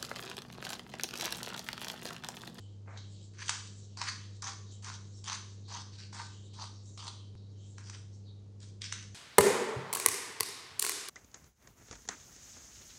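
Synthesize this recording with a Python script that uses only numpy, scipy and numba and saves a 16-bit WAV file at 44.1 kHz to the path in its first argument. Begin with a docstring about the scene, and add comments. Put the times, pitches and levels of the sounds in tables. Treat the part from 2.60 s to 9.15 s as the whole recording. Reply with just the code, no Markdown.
"""Mains hum and rumble from an appliance run throughout, as wavering cosines and shaped noise.
From the start a rubber glove slides over a pepper mill: grains of friction drive rustling bands, at times with
a thin hiss. The kitchen returns a short noise tail. A dull scrape of filtered grit comes near 0.3 s and the first
crack at 0.37 s; from 0.7 s short strokes crush grit and crack corns, driving resonances of burrs and body.
At 4.75 s the hum jumps in phase, a small dry tick."""
import sys
import numpy as np
from scipy import signal
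from scipy.fft import rfft, irfft
from scipy.io import wavfile
from scipy.ndimage import uniform_filter1d
from numba import njit

SR = 44100
rng = np.random.default_rng(int(sys.argv[2]) if len(sys.argv) > 2 else 0)


def generate_wav(signal):
    """Clip the signal to [-1, 1] and save it as 16-bit WAV at the path in sys.argv[1]."""
    frames = np.transpose(np.atleast_2d(signal))
    scaled = np.clip(frames, -1, 1) * 32767
    pcm = np.round(scaled).astype(np.int16)
    wavfile.write(sys.argv[1], SR, pcm)


N = 288678

# Hum lines: (multiple of HUM_HZ [1], level [dB rms], waver [dB])
HUM_LINES = [(49 / 100, -79, 1.7), (1, -48.5, 0.89), (2, -64, 1.5)]
HUM_HZ = 99.96
JUMP_S, JUMP_MS = 4.753, 4.3  # when the hum skips ahead, and by how much
JUMP_OFFSET_S = -0.00085  # places the jump within the cycle
# Appliance rumble and air: (frequency [Hz], spectral density [dB per Hz])
RUMBLE_SPECTRUM = [(22, -91), (48, -91), (66, -86.5), (125, -81.5), (160, -82), (235, -90.5), (300, -88),
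                   (450, -91), (650, -102), (1000, -108), (1700, -117), (2600, -117), (4200, -113),
                   (6500, -114), (9500, -128)]
# Slides of the glove on the mill: (start [s], rise [s], fall [s], peak drive [dB], starting centre [Hz],
# final centre [Hz], breadth of colour [0-1])
GLOVE_SLIDES = [(0, 0.0042, .14, -62, 4030, 3500, 0.76), (.272, .03, 0.095, -64, 5850, 4400, 0.36),
                (0.37, 0.0055, 0.18, -55.5, 4600, 3830, 0.64), (.52, 0.093, .07, -60, 4460, 5430, 0.75),
                (.72, .06, 0.044, -66, 5000, 4930, 0.3), (.98, 0.084, 0.33, -58.5, 4700, 4000, 0.9),
                (1.25, .1, .03, -67.5, 5770, 4500, 1), (1.58, 0.051, .06, -58.5, 4260, 4380, .6),
                (1.72, 0.04, 0.031, -54.5, 6080, 6000, .85), (2.05, 0.061, .06, -59.5, 4600, 4770, 0.27),
                (2.12, 0.045, 0.026, -62, 5400, 5670, 0.7), (2.4, .06, 0.081, -63.5, 5250, 5130, 0.4),
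                (2.52, 0.062, .05, -55, 6200, 6850, 0.6), (2.83, 0.074, 0.087, -59.5, 4760, 5250, 0.6),
                (3.04, 0.079, 0.085, -55.5, 4800, 4780, 0.33), (3.67, 0.055, 0.076, -56, 5000, 4500, 0.7),
                (3.8, 0.049, 0.038, -64.5, 3900, 4600, 0.56), (3.89, .06, 0.094, -56, 4200, 4130, 0.27),
                (4.11, .06, 0.058, -61, 4940, 4880, 0.3), (4.23, 0.057, 0.075, -56, 7000, 7000, 0.5),
                (4.5, 0.058, 0.11, -58, 4330, 3730, 0.3), (4.76, .02, 0.054, -67.5, 4400, 4160, 0.3),
                (4.8, 0.11, 0.044, -72, 4240, 4940, 0.2), (4.93, 0.13, 0.2, -62, 3740, 6200, 1),
                (5.499, .04, 0.053, -63.5, 5270, 5600, .25), (5.6, 0.077, 0.11, -65, 5100, 3520, 0.22)]
GLOVE_EDGE_DB = -11.5  # start and end of a slide, relative to its peak
# Rustling bands of the rubbed glove: (centre [Hz], width setting [Hz], relative level [dB])
GLOVE_BANDS = [(3120, 670, -1.2), (3835, 440, 1.3), (4530, 700, -2.7), (5540, 440, -2.8), (6310, 870, -1.3),
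               (7420, 1170, 0)]
# Narrow airy rubs: (start [s], fall [s], peak level [dB rms])
WHISPERS = [(0, 0.09, -71.5), (2.1, 0.043, -67.5), (3.72, 0.088, -66), (4.55, 0.11, -69),
            (4.96, 0.078, -74)]
WHISPER_HZ, WHISPER_WIDTH_HZ = 3120, 400
WHISPER_RISE_S, WHISPER_EDGE_DB = 0.041, -8  # edge relative to the peak
# Reverberant bands of the room: (centre [Hz], time to decay by 60 dB [s], tail energy [dB])
ROOM_BANDS = [(830, 0.45, -16), (2160, 0.37, -14.5), (4800, 0.61, -9), (8550, 0.23, -14.5)]
# Corners of a short dull scrape: (time [s], level [dB])
SCRAPE_CORNERS = [(0.262, -65), (0.292, -54.5), (0.35, -55.5), (0.39, -62.5)]
# Corns that crack: (time [s], drive energy [dB], relative body drive [dB], burr centre [Hz])
CORN_CRACKS = [(0.374, -32.5, -25, 3940), (0.7905, -41, -4, 5400), (0.8098, -41, -15, 5700),
               (0.8813, -20.5, -20, 4260), (0.8931, -10, -4.5, 5560), (1.0725, -37, -12, 6000),
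               (1.372, -31, -5.5, 5860), (1.4149, -17.5, -7, 4230), (1.4384, -23, -24, 6260),
               (1.4597, -36, 0, 6790), (1.485, -26.5, -1, 6030), (1.4947, -30.5, -16, 5990),
               (1.766, -49, -19, 6500), (1.8215, -24.5, -35, 6500), (1.8412, -25.5, -13, 4640),
               (1.8641, -31, -8, 4900), (2.2274, -42, -14, 5680), (2.2445, -25, -21, 5410),
               (2.283, -34, -14, 4400), (2.3, -34, 0.5, 3780), (2.5833, -48, -23, 6900),
               (2.641, -32.5, -30, 6200), (2.6776, -26, -12, 4590), (2.6813, -22, -13, 5840),
               (2.6976, -20.5, -7, 4530), (2.7193, -22, -8.5, 4610), (2.7286, -19.5, -13, 5280),
               (2.743, -36, -3, 5080), (2.753, -29, -11, 5840), (3.0852, -39.5, -11, 5670),
               (3.1131, -36, -11, 4100), (3.139, -28, -18, 4240), (3.169, -32.5, -2, 4340),
               (3.529, -39.5, 0, 4900), (3.5658, -34, -6, 4800), (3.5986, -32, -18, 4710),
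               (3.9971, -36, -1, 4330), (4.0224, -36, -14, 5770), (4.0394, -34, 1.5, 5830),
               (4.2573, -46, -19, 7470), (4.292, -46, -23, 7480), (4.375, -29.5, -12, 4500),
               (4.4403, -39, -3, 6370), (4.4686, -29.5, -8, 4730), (4.4783, -28, -7.5, 4600),
               (5.1819, -37.5, -0.5, 6200), (5.27, -39, -15, 6060), (5.2974, -29.5, -7.5, 6400),
               (5.3392, -40.5, -7, 4600), (6.0024, -41, -25, 6200), (6.2178, -20.5, -42, 4570),
               (6.2405, -26.5, -9.5, 4470), (6.324, -17.5, -4.5, 6450), (6.338, -54, -32, 4590),
               (6.377, -42, -13, 4430), (6.426, -33, -14, 6250)]
DEBRIS_DB, DEBRIS_S = -21.5, 0.015  # start relative to the crack; decay time constant
# Twists of the wrist: (start [s], push [s], drive at the bite [dB], drive at the end of the push [dB],
# relative body drive at full push [dB], body centre [Hz], burr centre [Hz])
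WRIST_TWISTS = [(0.735, 0.08, -71, -46.5, 0, 1580, 4600), (0.86, 0.075, -58, -44, -2.5, 1560, 4960),
                (1.372, 0.049, -48, -44, 0.5, 1185, 5140), (1.45, .042, -57, -47, 4, 1630, 5560),
                (1.821, 0.048, -52, -42.5, -1, 1280, 5400), (2.225, 0.066, -52, -46, 0, 1290, 5200),
                (2.642, 0.082, -43.5, -44.5, -3, 1333, 5100), (3.081, 0.073, -54, -42.5, 2, 1070, 4950),
                (3.32, 0.088, -59.5, -50, -12, 1600, 3930), (3.527, 0.072, -49.5, -44, 0, 1210, 4900),
                (3.935, 0.092, -64.5, -47.5, 3.5, 940, 4970),
                (4.376, 0.095, -49.5, -50.5, -1.5, 1010, 4450), (5.179, 0.055, -59, -62.5, 4, 1470, 6000),
                (5.24, 0.11, -65, -53, -7, 1430, 5740), (6.002, 0.031, -61.5, -55.5, -11.5, 1550, 5750),
                (6.212, .036, -50, -46.5, -7, 1890, 4670), (6.322, 0.081, -51, -55, -3, 1810, 5330)]
RELEASE_S, RELEASE_DB = 0.073, -10.5  # the wrist lets go after the push
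BODY_BITE_DB, BODY_RELEASE_DB = -6.5, -9.5  # body drive relative to full push
# Resonances of the metal burrs and cap: (centre [Hz], width setting [Hz], relative level [dB])
BURR_MODES = [(2550, 1480, -6.5), (3290, 770, -3), (3867, 630, -5), (4530, 580, 0.5), (5370, 1270, -5),
              (6120, 530, 0.5), (6740, 840, -5.5), (8180, 1800, -9.5), (9440, 730, -15.5)]
# Resonances of the hollow body: (centre [Hz], width setting [Hz], relative level [dB])
BODY_MODES = [(898, 580, -10), (1006, 271, 3.5), (1269, 204, -2), (1448, 460, -2), (2073, 1750, -3)]
CEILING, TOP_HZ = 0.17, 10050  # saturation amplitude; upper edge of the passband


def undb(db):
    """Logarithmic level: decibels to amplitude ratio."""
    return 10 ** (np.asarray(db) / 20)


def unit(x):
    """Normalisation of power: scale to rms 1."""
    return x / np.sqrt(np.mean(x ** 2))


@njit
def svf(x, hz, width):
    """Second-order resonance: a state-variable band-pass, gain 1 at the centre."""
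    y, b, l = np.empty(len(x)), 0., 0.
    g, k = np.tan(np.pi * hz / SR), width / hz
    for i in range(len(x)):
        v = (b + g * (x[i] - l)) / (1 + g * (g + k))
        b, l, y[i] = 2 * v - b, l + 2 * g * v, k * v
    return y


def band(x, hz, width):
    """The same resonance with a minute bias, which keeps it quick to compute in silence."""
    return svf(x + 1e-18, float(hz), float(width))


def walk(rate):
    """Slow random modulation: levels held 1 / rate s, smoothed twice, scaled to rms 1."""
    hold = int(SR / rate)
    steps = np.repeat(rng.standard_normal(N // hold + 1), hold)
    smooth = uniform_filter1d(uniform_filter1d(steps, hold), hold)
    return unit(smooth[:N])


def play(events, fade_s):
    """Piecewise envelopes in dB, summed as gains; columns past (time, level) are interpolated."""
    t, gain = np.arange(N) / SR, np.zeros(N)
    for corners in map(np.array, events):
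        start_s, end_s = corners[0, 0], corners[-1, 0]
        at = slice(max(int((start_s - fade_s) * SR), 0), int((end_s + fade_s) * SR))
        gate = np.clip(np.minimum(t[at] - start_s, end_s - t[at]) / fade_s + 1, 0, 1)
        gain[at] += gate * undb(np.interp(t[at], corners[:, 0], corners[:, 1]))
    rows = np.array(sorted(row for corners in events for row in corners))
    return gain, *(np.interp(t, rows[:, 0], column) for column in rows.T[2:])


def ring(x, modes, centre_hz, reach, patchy_db):
    """Modal superposition: modes near the moving centre are driven hardest, each with a random waver."""
    out, power = 0, 0
    for k, (hz, width, db) in enumerate(modes):
        share = undb(db) * np.exp(-(np.log(hz / centre_hz) / reach) ** 2)
        driven = x * share * undb(patchy_db * walk(30))
        # two filters in cascade steepen the skirts; neighbours have opposite polarity
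        mode = band(band(driven, hz, width), hz, 2 * width)
        out = out + (-1) ** k * mode
        power = power + share ** 2 * width * 2 / SR
    return out / np.sqrt(uniform_filter1d(power * np.ones(N), size=400))


def grit(per_s, spread_db):
    """Shot noise: tiny impulses at random moments, their sizes scattered by spread_db."""
    sizes = undb(spread_db * rng.exponential(size=N)) * rng.standard_normal(N)
    return unit(sizes * (rng.random(N) < per_s / SR))


def appliance():
    """Periodic and random excitation: wavering mains lines over steady spectrally shaped noise."""
    t = np.arange(N) / SR - JUMP_S
    # half the jump on either side of the moment
    t = t + np.sign(t) * JUMP_MS / 2000
    t = t + JUMP_OFFSET_S
    hum = 0
    for multiple, db, waver_db in HUM_LINES:
        level = np.sqrt(2) * undb(db + waver_db * walk(8.6))
        hum = hum + level * np.cos(2 * np.pi * multiple * HUM_HZ * t)
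    f = np.maximum(np.fft.rfftfreq(N, 1 / SR), 1)
    hz, db = np.transpose(RUMBLE_SPECTRUM)
    density = undb(np.interp(np.log(f), np.log(hz), db)) * np.sqrt(SR / 2)
    shape = density * np.minimum(f / hz[0], 1) ** 2  # 12 dB per octave off below the table
    return hum + irfft(rfft(rng.standard_normal(N)) * shape, N)


def slide(s, rise_s, fall_s, db, from_hz, to_hz, breadth):
    """Envelope of sliding friction: it swells and fades while its spectral centre glides."""
    peak_hz = from_hz + (to_hz - from_hz) * rise_s / (rise_s + fall_s)
    return [(s, db + GLOVE_EDGE_DB, from_hz, breadth),
            (s + rise_s, db, peak_hz, breadth),
            (s + rise_s + fall_s, db + GLOVE_EDGE_DB, to_hz, breadth)]


def glove():
    """Sliding friction: rubber on the mill excites rustling bands picked by the grip."""
    gain, hz, breadth = play([slide(*row) for row in GLOVE_SLIDES], fade_s=0.05)
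    rub = grit(per_s=12000, spread_db=-2.0)
    flutter = undb(-5.0 + 2.0 * walk(25.18))
    return gain * flutter * ring(rub, GLOVE_BANDS, hz, np.clip(breadth, .12, 1), patchy_db=3.5)


def whisper():
    """Narrow-band noise: a thin hiss, quick to swell and slower to fade, between some strokes."""
    events = []
    for s, fall_s, db in WHISPERS:
        peak_s = s + WHISPER_RISE_S
        edge_db = db + WHISPER_EDGE_DB
        events.append([(s, edge_db), (peak_s, db), (peak_s + fall_s, edge_db)])
    gain, = play(events, fade_s=.02)
    hiss = band(rng.standard_normal(N), WHISPER_HZ, WHISPER_WIDTH_HZ)
    hiss = band(hiss, WHISPER_HZ, WHISPER_WIDTH_HZ)
    return gain * unit(hiss)


def kitchen(x):
    """Reverberation: dense reflections off hard walls, each band decaying exponentially at its own rate."""
    t = np.arange(SR) / SR
    tail = 0
    for hz, t60_s, db in ROOM_BANDS:
        noise = unit(band(rng.standard_normal(SR), hz, 1.9 * hz))
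        decay = undb(db - 60 * t / t60_s)
        tail = tail + decay * noise / np.sqrt(t60_s * SR / np.log(1e6))
    tail = tail * np.clip((t - .002) / 0.0079, 0, 1)  # builds up after a 2 ms gap
    return signal.fftconvolve(x, tail)[:N]


def scrape():
    """Coarse friction: a brief drag of sparse impulses, band-limited to a dull sound."""
    gain, = play([SCRAPE_CORNERS], fade_s=.004)
    drag = band(grit(per_s=2000, spread_db=2.2), 530, 1500)
    edges = signal.butter(5, (380., 2300.), btype="band", fs=SR, output="sos")
    return gain * unit(signal.sosfilt(edges, drag))


def debris():
    """Exponential relaxation: extra crushing follows every crack and dies away."""
    kicks = np.zeros(N)
    for s, db, *_ in CORN_CRACKS:
        kicks[int(s * SR)] += undb(db + DEBRIS_DB)
    return signal.lfilter([1], [1, -np.exp(-1 / (DEBRIS_S * SR))], kicks)


def twist(s, push_s, bite_db, full_db, body_db, *hz):
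    """Envelope of forced crushing: the corners of one stroke are bite, full push and release."""
    full_s = s + push_s
    return [(s, bite_db, body_db + BODY_BITE_DB, *hz),
            (full_s, full_db, body_db, *hz),
            (full_s + RELEASE_S, full_db + RELEASE_DB, body_db + BODY_RELEASE_DB, *hz)]


def mill():
    """Forced modal vibration: crushed grit and cracking corns drive the resonances of burrs and body."""
    gain, body_db, body_hz, burr_hz = play([twist(*row) for row in WRIST_TWISTS], fade_s=0.0047)
    gain = np.hypot(gain, debris())
    # the burrs catch and slip, so the crushing comes in quick lumps
    lumps = walk(90)
    burr = gain * undb(-3.5 + 2.0 * lumps) * grit(per_s=4000, spread_db=0.5)
    body = gain * undb(body_db - 0.5 + 2.24 * lumps) * grit(per_s=2500, spread_db=1.33)
    shells = np.zeros(N)
    tear = np.arange(400) / SR
    for (s, db, rel_db, hz), chips in zip(CORN_CRACKS, rng.standard_normal((len(CORN_CRACKS), len(tear)))):
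        # a shell tears in a couple of milliseconds
        snap = chips * (1 - np.exp(-tear / 0.000098)) * np.exp(-tear / 0.0024)
        snap = undb(db) * snap / np.sqrt(np.sum(snap ** 2))
        at = slice(int(s * SR), int(s * SR) + len(tear))
        burr[at] += undb(5.0) * snap
        # the body feels the blow as one short push
        body[at] += undb(db + rel_db - 2.0) * np.exp(-tear / 0.00017)
        shells[at] += undb(0.99 * rel_db) * snap
        burr_hz[at] = hz
    burr_ring = ring(burr, BURR_MODES, burr_hz, reach=0.74, patchy_db=3.0)
    body_ring = ring(body, BODY_MODES, body_hz, reach=0.45, patchy_db=1.05)
    # the snap itself is also heard, in one broad band
    return burr_ring + body_ring + undb(11.0) * band(shells, 2000, 2100)


def scene():
    """Linear superposition: near sources, their reverberation and the appliance add."""
    near = mill() + glove() + whisper() + scrape()
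    return (near + kitchen(near) + appliance())[None]


def record(dry):
    """Saturation and band limiting: the recorder rounds the loudest cracks and cuts the top steeply."""
    rounded = CEILING * np.tanh(dry / CEILING)
    # order 10, 0.5 dB passband ripple, 80 dB stopband
    lowpass = signal.ellip(10, .5, 80, TOP_HZ, fs=SR, output="sos")
    return signal.sosfilt(lowpass, rounded)


dry = scene()
out = record(dry)
generate_wav(out)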